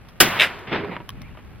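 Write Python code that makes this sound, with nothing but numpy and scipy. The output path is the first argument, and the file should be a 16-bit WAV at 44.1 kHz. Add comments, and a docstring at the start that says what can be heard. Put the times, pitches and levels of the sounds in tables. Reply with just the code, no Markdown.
"""One shotgun shot over open water. After a faint click of the gun, the blast overloads the microphone
and scatters back off the waves. A fifth of a second after the blast, the pellets slap the water.
Then the far shore sends back a rolling echo. As it fades, hollow knocks and metal clicks sound nearby,
followed by a soft swish and a faint, rising whistle. Light wind and lapping water go on throughout."""
import sys
import numpy as np
from scipy import signal
from scipy.fft import rfft, irfft, next_fast_len
from scipy.io import wavfile

SR = 44100
rng = np.random.default_rng(int(sys.argv[2]) if len(sys.argv) > 2 else 0)


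def file_out(sig):
    """Save sig as 16-bit WAV at sys.argv[1]."""
    # one column per channel
    cols = np.atleast_2d(sig).T
    # limit, then scale
    lim = np.clip(cols, -1, 1)
    pcm = np.round(lim * 32767).astype(np.int16)
    wavfile.write(sys.argv[1], SR, pcm)


N = 70560
SHOT_S = 0.20265

# Tone of a fine, high hiss: pitch_hz, level_db
FIZZ_TONE = [(1000, -42), (4000, -17.5), (7000, -13.5), (11000, 2), (16000, 1.5)]
# How alike left and right are for near, far and background sounds: pitch_hz, likeness (1 = the same)
NEAR_STEREO = [(100, 0.63), (700, 0.34), (1500, .82), (3100, 1), (5000, 0.4), (7000, .45), (10000, 0.17),
               (15000, 0.33)]
FAR_STEREO = [(100, 1), (600, 0.81), (3000, 0.98), (7000, 0.15), (15000, .15)]
BACKGROUND_STEREO = [(50, 0.24), (1500, 0.83), (9000, .2)]


def muzzle_blast():
    """A thin spit, then a hard crack, a low boom and a fizz; things close by ring and throw it back."""
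    # Tones of the crack, the boom and the close echoes: pitch_hz, level_db
    crack_tone = [(30, -19), (150, -11), (230, -20), (345, -5), (500, -8.5), (715, -11), (950, -15),
                  (1250, -8), (1550, -5), (1950, -2), (2300, -9.5), (3000, -4.5), (4300, -15.5),
                  (5000, -11), (6500, -21.5), (11000, -13.5), (16000, -16.5)]
    boom_tone = [(30, -8), (80, -12.5), (140, -3.5), (220, -3), (345, -1.5), (600, -7.5), (1200, -10.5),
                 (3000, -7), (6000, -25), (16000, -49.5)]
    rebound_tone = [(30, -23), (150, -1.5), (360, -4.5), (520, 0.5), (720, -4.5), (1000, -15.5),
                    (8000, -59)]
    # Echoes off things close by: start_s, level_db
    rebound_hits = [(.2288, -10), (.2525, -18.5)]
    # Notes the blast sets ringing near the microphone: pitch_hz, level_db, fade_s
    notes = [(345.8, -3.5, 0.2), (734, -0.5, 0.11), (1215, -13.5, 0.15), (1515, 2, 0.11), (1709, 2, 0.094),
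             (2265, -1.5, .12), (2570, -13.5, 0.079), (2937, 1.5, .09), (3840, -9, 0.1)]
    spit = amp(-26) * envelope(SHOT_S - 0.0025, 0.0021, 0.00081, 0.0076) * noise(FIZZ_TONE, NEAR_STEREO)
    crack = amp(-5) * envelope(SHOT_S, 0.0014, 0.0073, 0.071) * noise(crack_tone, NEAR_STEREO, grain_db=1)
    boom = amp(-18) * envelope(SHOT_S, 0.011, 0.023, 0.27) * noise(boom_tone, FAR_STEREO, grain_db=6)
    fizz = amp(-21) * envelope(SHOT_S, 0.001, 0.0052, 0.28) * noise(FIZZ_TONE, NEAR_STEREO, grain_db=10.5)
    ring_middle = ring(notes, SHOT_S, rise_s=0.0037)
    ring_sides = amp(-8) * np.array([[1], [-1]]) * ring(notes[1:], SHOT_S, rise_s=0.0016)
    rebounds = strikes(rebound_hits, rebound_tone, tail_gain=0.03, tail_s=0.0311)
    return spit + crack + boom + fizz + amp(-15) * (ring_middle + ring_sides) + rebounds


def wave_scatter():
    """Countless waves throw the blast back: close ones hiss, distant ones answer later and duller."""
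    # Tones of the echo off close and distant waves: pitch_hz, level_db
    near_tone = [(30, -21), (170, -2.5), (300, -10), (700, -5), (1300, -4), (2300, -5.5), (3500, -13),
                 (5000, -27), (7000, -45), (10000, -37), (16000, -39.5)]
    far_tone = [(100, -24), (250, -7), (400, 0.5), (600, -10.5), (1000, -3), (2000, -14.5), (5000, -43)]
    near = amp(-25.5) * envelope(SHOT_S, 0.0067, 0.15, 0.86) * noise(near_tone, FAR_STEREO, grain_db=6.5)
    far = amp(-42.5) * envelope(0.359, 0.11, 0.16, 0.6) * noise(far_tone, FAR_STEREO)
    hiss = amp(-47) * envelope(SHOT_S, 0.02, 0.15, 0.3) * noise(FIZZ_TONE, NEAR_STEREO, grain_db=2)
    return near + far + hiss


def pellets():
    """The cloud of pellets hits the water: a few hard slaps in a dense patter, with fine spray."""
    # Tones of the patter and the hard slaps: pitch_hz, level_db
    patter_tone = [(30, -43), (300, -19.5), (560, -4), (850, -13.5), (1300, -5), (2300, 1.5), (3600, -7.5),
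                   (4400, -20.5), (5000, -15), (6000, -28.5), (12500, -30.5), (16000, -39)]
    slap_tone = [(30, -48), (600, -34), (1400, -15.5), (2300, -2), (2750, -2.5), (3200, -6), (3850, -2.5),
                 (4600, -40), (6000, -31), (9000, -50.5), (12500, -33), (16000, -57)]
    # The loudest pellets landing: start_s, level_db
    hits = [(.3912, -11), (.3981, -0.5), (.4003, 1.5), (.4078, 2), (.4202, 0.5), (.4275, -9), (.4333, -28),
            (.4398, -16)]
    peak_s, rise_s, fall_s = 0.4209, 0.012, 0.02
    t = clock() - peak_s
    width_s = np.where(t < 0, rise_s, fall_s)
    cloud = 1 / np.cosh(np.clip(t / width_s, -20, 20))  # a smooth hump in loudness
    patter_stereo = [(3500, 1.0), (8000, 0.86), (12000, 1.0)]  # pitch_hz, likeness
    patter = amp(-13.5) * cloud * noise(patter_tone, patter_stereo, grain_db=5)
    spray = amp(-47) * cloud * noise(FIZZ_TONE, NEAR_STEREO, grain_db=9)
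    slaps = strikes(hits, slap_tone, tail_gain=0.025, tail_s=0.0142, bass_delay_s=0.00048)
    return patter + spray + slaps


def shore_echo():
    """The far shore answers with a faint first echo, a broad clap, a lumpy low roll and a crackle."""
    # Tones of the whole shore's echo, its roll and its single faces: pitch_hz, level_db
    shore_tone = [(30, -19), (60, -7), (140, 5), (330, 1.5), (550, -2), (1200, -4.5), (2300, -2.5),
                  (3400, -10.5), (4300, -22.5), (5500, -30.5), (7000, -82), (16000, -48)]
    roll_tone = [(30, -39), (110, 3.5), (175, -5.5), (240, -2), (400, 1), (740, -8.5), (1100, -11),
                 (2300, -12.5), (3500, -28), (5000, -36), (7000, -79.5)]
    face_tone = [(30, -19), (300, -9), (950, 10), (1500, -8), (2100, 3.5), (2900, -5), (4000, -12.5),
                 (6000, -45), (16000, -37.5)]
    # Sharp echoes off single faces of the shore: start_s, level_db
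    face_hits = [(.673, -44), (.7295, -13.5), (.759, -18.5), (.847, -20), (.918, -26)]
    first = amp(-34.5) * envelope(0.671, 0.0016, 0.042, 0.54) * noise(shore_tone, FAR_STEREO, grain_db=6.5)
    clap = amp(-23) * envelope(0.709, 0.016, 0.034, 0.25) * noise(shore_tone, FAR_STEREO)
    roll = amp(-33.5) * envelope(0.745, 0.048, 0.077, 0.73) * noise(roll_tone, FAR_STEREO, grain_db=4.5)
    roll *= lumps(depth_db=2, rate_hz=180)
    roll *= envelope(0, 0.028, 0.93, 1.0)  # its end dies away faster
    roll *= amp([[-1.5], [1.5]])  # leans to the right
    crackle = amp(-36.5) * envelope(0.9, 0.016, 0.042, 0.097) * noise(face_tone, FAR_STEREO, grain_db=6.5)
    swells = echo_swells()
    faces = strikes(face_hits, face_tone, tail_gain=0.068, tail_s=0.044)
    return first + clap + roll + swells + crackle + faces


def echo_swells():
    """The rolling echo gathers briefly around one low pitch after another."""
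    # Hollow swells in the roll: peak_s, pitch_hz, level_db
    swells = [(.785, 320, -32.5), (0.85, 410, -29.5), (0.911, 180, -32)]
    t, half_length_s = clock(), 0.026
    hum = np.zeros(N)
    for peak_s, hz, db in swells:
        hump = np.exp(-((t - peak_s) / half_length_s) ** 2)
        hum += amp(db) * hump * np.sin(2 * np.pi * (hz * t + rng.random()))
    return hum * lumps(depth_db=1.5, rate_hz=76)


def gun_clicks():
    """Each click rings the gun's metal and rasps briefly."""
    # The clicks: start_s, level_db, rasp_fade_s, ring_db (added to level_db)
    clicks = [(0.086, -43.5, 0.088, -2), (0.59, -41.5, 0.056, -10), (1.0913, -22, 0.012, -5.5),
              (1.1029, -32.5, 0.017, -7), (1.2175, -33, 0.023, -10)]
    # Notes of the metal: pitch_hz, level_db, fade_s
    metal_notes = [(1100, 1, 0.026), (1650, -5.5, 0.014), (3130, -2, 0.018), (3820, 0, 0.0079),
                   (5800, -23.5, 0.042), (9570, -18, 0.0065)]
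    # Tone of the rasp: pitch_hz, level_db
    rasp_tone = [(500, -29), (1100, 3), (3400, 4.5), (4400, -3.5), (5600, 1), (7000, -31),
                 (10000, -3), (16000, -11)]
    rasp_noise = noise(rasp_tone, NEAR_STEREO)
    sound = np.zeros((2, N))
    for start_s, db, rasp_fade_s, ring_db in clicks:
        ringing = amp(ring_db) * ring(metal_notes, start_s, rise_s=0.0003)
        rasp = amp(-7) * envelope(start_s, 0.00026, 0, rasp_fade_s) * rasp_noise
        sound += amp(db) * (ringing + rasp)
    return sound


def knocks():
    """Dull knocks on something hollow: a short ring, a tap, and a longer rattle the looser the contact."""
    # The knocks: start_s, level_db, ring_db (more or less ring than usual), looseness (0 to 1)
    hits = [(0.9661, -13.5, -12.5, .06), (0.971, -27.5, -6.5, .07), (1.003, -30, 1.5, 0.13),
            (1.3513, -40.5, -3, .15), (1.3733, -31, -7, 0.13), (1.389, -41, -4, 0.21)]
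    # Tone of the tap: pitch_hz, level_db
    tap_tone = [(50, -18), (500, 3.5), (950, 5.5), (2100, 0), (3000, -4.5), (4200, -22), (6000, -43.5),
                (16000, -58)]
    # Notes of the hollow thing: pitch_hz, level_db, fade_s
    hollow_notes = [(185, 2, 0.069), (371.3, 3, 0.039), (940, 1, 0.028), (970, 3, .07), (1530, -16, 0.032)]
    sound = np.zeros(N)
    for start_s, db, ring_db, looseness in hits:
        sound += amp(db + ring_db - 9.5) * ring(hollow_notes, start_s, rise_s=0.00077)
        sound += strikes([(start_s, db)], tap_tone, tail_gain=looseness, tail_s=0.41 * looseness)
    return sound


def whistle():
    """A faint, fuzzy whistle in the distance holds its pitch, then slides upward and blurs."""
    start_s, steady_s = 1.185, 0.06
    pitch_hz, blur_hz, climb_hz_per_s = 2200, 90, 7000
    climb_hz = climb_hz_per_s * np.clip(clock() - start_s - steady_s, 0, 0.2)
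    waver, flutter = unit(filtered(rng.standard_normal((2, N)), lambda f: np.exp(-(f / 130) ** 2)))
    hz = pitch_hz + climb_hz + (blur_hz + climb_hz / 2) * waver
    note = (1 + 0.5 * flutter) * np.sin(2 * np.pi * np.cumsum(hz) / SR)
    return amp(-57.5) * envelope(start_s, 0.028, 0.099, 0.15) * unit(note)


def wind():
    """Light gusts rumble on the microphone."""
    # Strength of the wind: time_s, level_db
    gusts = [(0, -46), (.15, -48), (0.601, -47.5), (1.07, -45.5), (1.19, -35.5), (1.27, -42), (1.33, -40),
             (1.39, -49), (1.46, -42), (1.6, -42.5)]
    # Tone of the rumble: pitch_hz, level_db
    wind_tone = [(15, -18), (30, -4), (55, -0.5), (120, -2.5), (200, -8), (350, -20.5), (1000, -43.5),
                 (4000, -109)]
    level_db = np.interp(clock(), *np.transpose(gusts))
    return amp(level_db) * noise(wind_tone, BACKGROUND_STEREO)


def lapping_water():
    """Lapping water makes a quiet, grainy wash."""
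    # Tone of the water: pitch_hz, level_db
    water_tone = [(30, -16), (250, 4.5), (600, -0.5), (1400, -2), (2800, -7.5), (4700, -21), (7000, -35.5),
                  (11000, -23.5), (14000, -25), (16000, -35.5)]
    return amp(-51.5) * noise(water_tone, BACKGROUND_STEREO, grain_db=7)


def swish():
    """A soft, brief swish of noise."""
    swish_tone = [(300, 1), (1600, -9), (2350, -1), (3500, -15), (7000, -53)]  # pitch_hz, level_db
    return amp(-53) * envelope(1.123, 0.052, 0.11, 0.27) * noise(swish_tone, BACKGROUND_STEREO)


def envelope(start_s, rise_s, hold_s, fade_s):
    """Loudness over time: a straight rise, a hold, then a fall of 60 dB every fade_s."""
    t = clock() - start_s
    fading_s = np.maximum(t - rise_s - hold_s, 0)
    return np.clip(t / rise_s, 0, 1) * np.exp(-np.log(1000) * fading_s / fade_s)


def noise(tone, stereo, grain_db=0):
    """Stereo noise of average level 1, made of tiny pops; more grain_db makes their sizes more uneven."""
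    def middle_and_side(hz):
        angle = np.arccos(np.clip(along(stereo, hz), -1, 1)) / 2
        return amp(along(tone, hz)) * [np.cos(angle), np.sin(angle)]

    pops = rng.standard_normal((2, N)) * amp(grain_db * np.minimum(rng.standard_normal(N), np.e))
    middle, side = filtered(pops, middle_and_side)
    return unit(np.array([middle + side, middle - side]))


def ring(notes, start_s, rise_s):
    """The fading notes of a struck object, each at a slightly random level."""
    return sum(amp(db + rng.standard_normal()) * envelope(start_s, rise_s, 0, fade_s)
               * np.sin(2 * np.pi * (hz * clock() + rng.random())) for hz, db, fade_s in notes)


def strikes(hits, tone, tail_gain, tail_s, bass_delay_s=0):
    """One sharp pulse for each (start_s, level_db) hit, trailed by a short noisy tail."""
    spikes = np.zeros(N)
    for start_s, db in hits:
        spikes += amp(db) * tail_gain * rng.standard_normal(N) * envelope(start_s, 1 / SR, 0, tail_s)
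        spikes[round(start_s * SR)] += amp(db)
    delay_bass = lambda hz: np.exp(2j * np.pi * bass_delay_s * 2000 * np.exp(-hz / 2000))
    pulse = filtered(impulse(tone), delay_bass)[:SR // 20]
    return signal.fftconvolve(spikes, pulse / np.abs(pulse).max())[:N]


def impulse(tone, size=2048):
    """A pulse of peak 1 with the given tone."""
    gains = amp(along(tone, np.fft.rfftfreq(size, 1 / SR)))
    cepstrum = irfft(np.log(gains))
    # Folding the second half onto the first packs the energy at the start of the pulse.
    cepstrum[1:size // 2] *= 2
    cepstrum[size // 2 + 1:] = 0
    pulse = irfft(np.exp(rfft(cepstrum)))
    return pulse / np.abs(pulse).max()


def lumps(depth_db, rate_hz):
    """A gain that swells and sinks at random."""
    wobble = filtered(rng.standard_normal(N), lambda hz: np.exp(-(hz / rate_hz) ** 2))
    return amp(depth_db * unit(wobble))


def filtered(x, response):
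    """Multiply each pitch in x by response(hz)."""
    size = next_fast_len(N + SR // 2)
    return irfft(rfft(x, size) * response(np.fft.rfftfreq(size, 1 / SR)), size)[..., :N]


def along(points, hz):
    """Read between the rows of a (pitch_hz, value) table, on a log scale of pitch."""
    pitches, values = np.transpose(points)
    return np.interp(np.log(hz + 1), np.log(pitches + 1), values)


def amp(db):
    """Turn decibels into a gain."""
    return 10 ** (np.asarray(db) / 20)


def unit(x):
    """Scale to an average (rms) level of 1."""
    return x / np.sqrt(np.mean(x ** 2) + 1e-20)


def clock():
    """Time of each sample in seconds."""
    return np.arange(N) / SR


def scene():
    """The shot, its echoes and the small sounds around it."""
    shot = muzzle_blast() + wave_scatter() + pellets() + shore_echo()
    return shot + gun_clicks() + knocks() + whistle() + wind() + lapping_water() + swish()


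def record(dry):
    """The microphone pair widens the treble; the recorder clips the blast and cuts the highest pitches."""
    # Boost of the difference between left and right: pitch_hz, gain_db
    widening = [(3800, 1), (5000, 9.5), (7000, 14.5), (8500, 9), (9800, -1)]
    top_hz = 15900
    middle = dry.mean(axis=0)
    side = filtered((dry[0] - dry[1]) / 2, lambda hz: amp(along(widening, hz)))
    wide = np.array([middle + side, middle - side])
    clipped = wide / (1 + np.abs(wide) ** 10) ** (1 / 10)
    return filtered(clipped, lambda hz: 1 / np.sqrt(1 + (hz / top_hz) ** 240))


dry = scene()
out = record(dry)
file_out(out)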